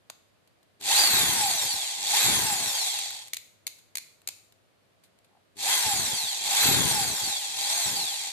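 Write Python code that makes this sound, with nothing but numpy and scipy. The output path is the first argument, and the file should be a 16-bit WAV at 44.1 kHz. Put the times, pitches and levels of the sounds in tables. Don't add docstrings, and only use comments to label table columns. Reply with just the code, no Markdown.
import sys
import numpy as np
from scipy import signal
from scipy.fft import rfft, irfft, next_fast_len
from scipy.io import wavfile
from scipy.ndimage import uniform_filter1d

SR = 44100
rng = np.random.default_rng(int(sys.argv[2]) if len(sys.argv) > 2 else 0)


def store_pcm(level_fs):
    pcm = np.round(np.clip(level_fs, -1, 1) * 32767).astype(np.int16)
    wavfile.write(sys.argv[1], SR, np.atleast_2d(pcm).T)


N = 366899

TEETH, SPINDLE_RATIO = 8, 9.9
# pressed t/s, released t/s, speed reached/(turns/s), slowness of the squeeze (exponent)
TRIGGER_PULLS = [(.803, 1.014, 599, 1.9), (1.97, 2.23, 496, 3.5), (5.556, 5.74, 416.7, 1.8),
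                 (6.4, 6.66, 526, 2), (7.49, 7.79, 277.8, 2.6)]
# f/Hz, width/Hz, level/dB
HOUSING_MODES = [(809, 181, 15.5), (2982, 300, -12.5), (3126, 550, 4.5), (4680, 280, 2), (5010, 413, -10),
                 (6540, 400, 1.5), (7450, 300, 3.5), (12300, 300, -5)]
# f/Hz, level/dB
THUD_SPECTRUM = [(100, -21), (400, -10), (800, 1.5), (1500, -9.5), (3000, -13.5), (8000, -41)]


def drill(speed, current):
    pace = speed / 400
    mains_phase = 2 * np.pi * 100 * np.arange(N) / SR
    hum = from_db(-67) * current * sum(np.sin(k * mains_phase) * k ** 0.55 for k in range(1, 5))
    return housing(speed, pace, current, mains_phase) + fan(pace) + hum * np.eye(3, 1)


def rotor():
    full_acceleration, dry_friction = 2480, 279.1
    drag_per_s = 0.834
    offset = dry_friction / drag_per_s
    t, speed, current = np.arange(N) / SR, np.zeros(N), np.zeros(N)
    for pressed, released, top, slowness in TRIGGER_PULLS:
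        start = speed[int(pressed * SR)]
        squeeze = np.clip((t - pressed) / (released - pressed), 0, 1)
        rising = start + (top - start) * np.sin(np.pi / 2 * squeeze) ** slowness
        coasting = (top + offset) * np.exp(-drag_per_s * (t - released)) - offset
        speed = np.select([t < pressed, t < released], [speed, rising], np.maximum(coasting, 0))
        torque = (top - start) / (released - pressed) / full_acceleration
        current += np.sqrt(torque) * ((t > pressed) & (t < released))
    return speed, uniform_filter1d(current, size=600)


def housing(speed, pace, current, mains_phase):
    # f/Hz, level/dB
    radiation = [(100, -29.5), (300, -27.5), (550, -17), (1000, -12), (1350, -21), (2000, -5.5),
                 (3400, -0.5), (4500, 2), (5900, -4.5), (7400, -1.5), (9000, -5), (11000, -13), (12500, -7),
                 (14500, -32.5)]
    settle_s, creep_speed = 0.056, 25.9
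    turns = np.cumsum(speed) / SR
    lag = np.exp(-1 / (settle_s * SR))
    torque = signal.lfilter([1 - lag], [1, -lag], current ** 2)
    force = gear_rattle(turns) + gear_whine(turns, speed, pace, current, torque)
    force += bearings(turns, speed, pace, current)
    motion = pace ** 0.63 * speed / np.hypot(speed, creep_speed)
    strain = from_db(-29.5) * current
    throb = 1 + 0.14 * current * np.cos(mains_phase)
    first_run = np.interp(np.arange(N) / SR, TRIGGER_PULLS[1][:2], [1, 0])
    gain_db = -26 + 0.58 * first_run + 4 * torque + 0.83 * drift(3.9)
    vibration = from_db(gain_db) * (motion + strain) * throb * force
    return filtered(vibration, unit_rms(gains(radiation, HOUSING_MODES)))


def gear_whine(turns, speed, pace, current, torque):
    harmonics_db = [-9.5, -7, -3.5, -3.5, -6, -7, -3, -7, -5.5, -6.5, -14.5, -3]
    # f/Hz, level/dB
    transmission = [(900, -18), (1900, -7.5), (2600, -7), (3400, -0.5), (4500, -1.5), (6000, -1),
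                    (8000, -3.5), (11000, 1.5), (14000, -2)]
    cycles, tooth_hz = TEETH * turns, TEETH * speed
    mesh = partials(cycles, tooth_hz, enumerate(harmonics_db, 1), play=0.089 * pace ** 0.38, flutter=0.3)
    whine = from_db(-0.5) * pace ** 0.5 * (1 - 0.45 * current) * filtered(mesh, gains(transmission))
    fundamental = partials(cycles, tooth_hz, [(1, -9)], play=0.11, flutter=0.4)
    return whine + torque ** 2 * pace ** 0.4 * fundamental


def gear_rattle(turns):
    angle = 2 * np.pi * turns
    load = 0.51 * np.cos(TEETH * angle) + 0.25 * np.cos(angle) + 0.066 * np.cos(angle / SPINDLE_RATIO)
    scrape = rng.standard_normal((3, N)) * np.exp(load)
    return from_db(-0.5) * unit_rms(scrape * from_db(1.16 * drift(150)))


def bearings(turns, speed, pace, current):
    # multiple of the rotor rate, level/dB
    orders = [(1, -12.5), (2.57, -1.5), (4.33, -4), (5.1, -4.5), (11.5, -18.5)]
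    strength = from_db(-9) * np.minimum(pace / 0.87, 1) * (1 - 0.15 * current)
    return strength * partials(turns, speed, orders, play=0.014, flutter=0.17)


def fan(pace):
    # f/Hz, level/dB
    vent_spectrum = [(100, -35.5), (350, -8.5), (550, -16.5), (900, 0.5), (1300, -3), (1600, 4.5),
                     (2500, -5), (3000, -21.5), (6000, -6.5), (14000, -3)]
    return from_db(-31.5 + 2 * drift(45)) * pace ** 1.7 * noise(vent_spectrum, channels=3)


def switch():
    # t/s, level/dB, thud level relative to the crack/dB
    snaps = [(.099, -27, -6.5), (3.2814, -35, -27.5), (3.3334, -16.5, -33), (3.3429, -23.5, -40),
             (3.3683, -21, -50), (3.6674, -18.5, -29), (3.675, -20.5, -37), (3.9538, -18, -24),
             (3.9709, -19, -37), (3.982, -21.5, -31), (4.2739, -18.5, -27), (4.2872, -20.5, -22)]
    # f/Hz, level/dB
    crack_spectrum = [(200, -24.5), (700, -17.5), (1600, -13.5), (2300, 2.5), (3000, -4.5), (4300, 3),
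                      (5400, -6.5), (6700, 2), (9000, -3), (14500, -4.5)]
    times, db, thud_db = np.transpose(snaps)
    cracks = impacts(times, db, crack_spectrum, t60_s=0.018)
    return cracks + impacts(times, db + thud_db, THUD_SPECTRUM, t60_s=0.022)


def grip():
    # t/s, level/dB, time to decay by 60 dB/s
    ticks = [(.474, -56, 0.033), (.629, -59, .03), (0.812, -27.5, 0.0089), (2.989, -18, .013),
             (3.106, -25, .013), (3.16, -45, .013), (3.787, -48.5, .04), (4.217, -48, .013),
             (4.523, -45, 0.014), (5.036, -55, .12), (5.188, -50, 0.011), (5.245, -55.5, 0.039),
             (5.568, -36.5, .013)]
    # f/Hz, level/dB
    tick_spectrum = [(200, -20.5), (800, -4), (2300, 3), (4300, 6), (5400, -4.5), (7500, 3), (14500, -3)]
    times, db, t60_s = np.transpose(ticks)
    return impacts(times, db, tick_spectrum, t60_s)


def trigger_touch():
    peak_s, rise_db_per_s, fall_db_per_s = 5.373, 139.5, 600
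    age = np.arange(N) / SR - peak_s
    level_db = -61.5 + np.minimum(rise_db_per_s * age, -fall_db_per_s * age)
    kicks = unit_rms(np.exp(1.5 * np.cos(2 * np.pi * 50 * age)))
    return from_db(level_db) * kicks * noise(THUD_SPECTRUM, HOUSING_MODES) * np.eye(3, 1)


def draught():
    # arrival t/s, rise/s, length/s, level/dB
    gusts = [(1.042, 0.078, 0.42, -40), (1.45, 0.041, .12, -49.5), (1.598, 0.022, 0.083, -50.5),
             (1.717, .02, 0.047, -48.5), (2.216, 0.052, .24, -36), (2.45, .03, 0.26, -46.5),
             (5.833, 0.069, 0.056, -33.5), (5.917, 0.02, 0.25, -44), (6.216, 0.021, 0.059, -54),
             (6.609, 0.065, .26, -31), (6.855, 0.036, 0.3, -40), (7.204, 0.021, 0.1, -48),
             (7.831, 0.037, 0.23, -47.5)]
    # f/Hz, level/dB
    wind_spectrum = [(25, -37.5), (45, -24.5), (70, -5), (120, -0.5), (210, -3), (380, -6.5), (600, -13.5),
                     (1200, -22.5), (4000, -43.5)]
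    sag_db_per_s, release_s = 22, 0.042
    t, flow = np.arange(N) / SR, 0
    for arrival, rise, length, db in gusts:
        age = t - arrival
        swell = np.clip(age / rise, 0, 1) ** 2
        release = np.clip((length - age) / release_s + 0.5, 0, 1)
        flow = flow + swell * release * from_db(db - sag_db_per_s * np.maximum(age - rise, 0))
    eddies = unit_rms(from_db(5 * np.tanh(drift(75, channels=2))))
    return flow * eddies * noise(wind_spectrum, channels=2) * from_db([[6], [-11]])


def room(paths):
    # f/Hz, level/dB
    coherence = [(300, -1), (600, -0.5), (850, 0), (1300, -3), (2000, -3), (4000, -6), (8000, -9),
                 (14000, -3)]
    # f/Hz, level/dB
    balance = [(300, 11.5), (800, 0.5), (2000, 0.4), (4000, -1.5), (8000, 1.5), (13000, 2.5)]
    left_lead_s, first_echo_s, t60_s = 0.098e-3, 0.004, 0.53
    sides = np.array([[1], [-1]])
    lead = np.exp(1j * np.pi * grid_hz() * sides * left_lead_s)
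    common = np.minimum(gains(coherence), 1)
    near = filtered(paths[0], common * lead) + filtered(paths[1:], np.sqrt(1 - common ** 2))
    age = np.arange(SR) / SR - first_echo_s
    tail = rng.standard_normal((2, SR)) * (age > 0) * from_db(-60 * np.abs(age) / t60_s)
    tail /= np.sqrt(np.sum(tail ** 2, axis=1, keepdims=True))
    echoes = rfft(tail, 2 * (len(grid_hz()) - 1))
    absorption = gains([(5000, -0.5), (9000, -2.5), (14500, -5.5)])
    return filtered(near, (1 + from_db(-9) * absorption * echoes) * gains(balance) ** (sides / 2))


def ambience():
    # f/Hz, level/dB
    room_spectrum = [(30, -32), (60, -9), (78, -16.5), (99, 2.5), (132, -7.5), (216, -8.5), (364, -9.5),
                     (645, -8), (800, -14), (2300, -18), (4500, -21.5), (5500, -27), (10000, -28.5),
                     (13500, -33.5)]
    return from_db(-66) * noise(room_spectrum, channels=2)


def partials(cycles, rate_hz, orders, play, flutter):
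    jitter, out = 2 * np.pi * play * drift(70, channels=3), 0
    for k, db in orders:
        phase = 2 * np.pi * (k * cycles % 1 + rng.random((3, 1), np.float32))
        strength = from_db(db) * (1 + flutter * drift(40)) * (k * rate_hz < SR / 2)
        out = out + strength * np.sin(phase + k * jitter)
    return out


def impacts(times, levels_db, spectrum, t60_s):
    out, age = np.zeros((3, N + SR)), np.arange(SR // 20) / SR
    attack = 1 - np.exp(-age / 0.0006)
    for onset, db, t60 in zip(times, levels_db, np.broadcast_to(t60_s, len(times))):
        start = int(onset * SR)
        envelope = attack * from_db(db - 60 * age / t60)
        out[:, start:start + len(age)] += envelope * rng.standard_normal((3, len(age)))
    return filtered(out[:, :N], unit_rms(gains(spectrum)))


def noise(spectrum, modes=(), channels=1):
    return unit_rms(filtered(rng.standard_normal((channels, N)), gains(spectrum, modes)))


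def drift(corner_hz, channels=1):
    hop, run_in = 20, 2000
    pole = np.exp(-2 * np.pi * corner_hz * hop / SR)
    white = rng.standard_normal((channels, N // hop + run_in + 2))
    slow = signal.lfilter([1], [1, -2 * pole, pole * pole], white)[:, run_in:]
    return uniform_filter1d(np.repeat(unit_rms(slow), hop, axis=1)[:, :N], size=hop)


def gains(spectrum, modes=()):
    hz, (points_hz, points_db) = grid_hz(), np.transpose(spectrum)
    broad_db = np.interp(np.log(hz + 1), np.log(points_hz), points_db)
    modes_db = sum(db / (1 + (2 * (hz - centre) / width) ** 2) for centre, width, db in modes)
    return from_db(broad_db + modes_db)


def filtered(x, response):
    size = 2 * (len(grid_hz()) - 1)
    return irfft(rfft(x, size) * response, size)[..., :N]


def grid_hz():
    return np.linspace(0, SR / 2, next_fast_len(N // 2 + SR // 2, True) + 1)


def from_db(db):
    return 10 ** (np.asarray(db) / 20)


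def unit_rms(x):
    return x / np.sqrt(np.mean(x ** 2) + 1e-20)


def scene():
    tool = drill(*rotor()) + trigger_touch() + switch() + grip()
    return room(tool) + draught() + ambience()


def record(dry):
    high_pass = signal.butter(2, 42, "high", fs=SR, output="sos")
    low_pass = signal.ellip(10, 0.3, 75, 14500, fs=SR, output="sos")
    return signal.sosfilt(low_pass, signal.sosfilt(high_pass, dry))


dry = scene()
out = record(dry)
store_pcm(out)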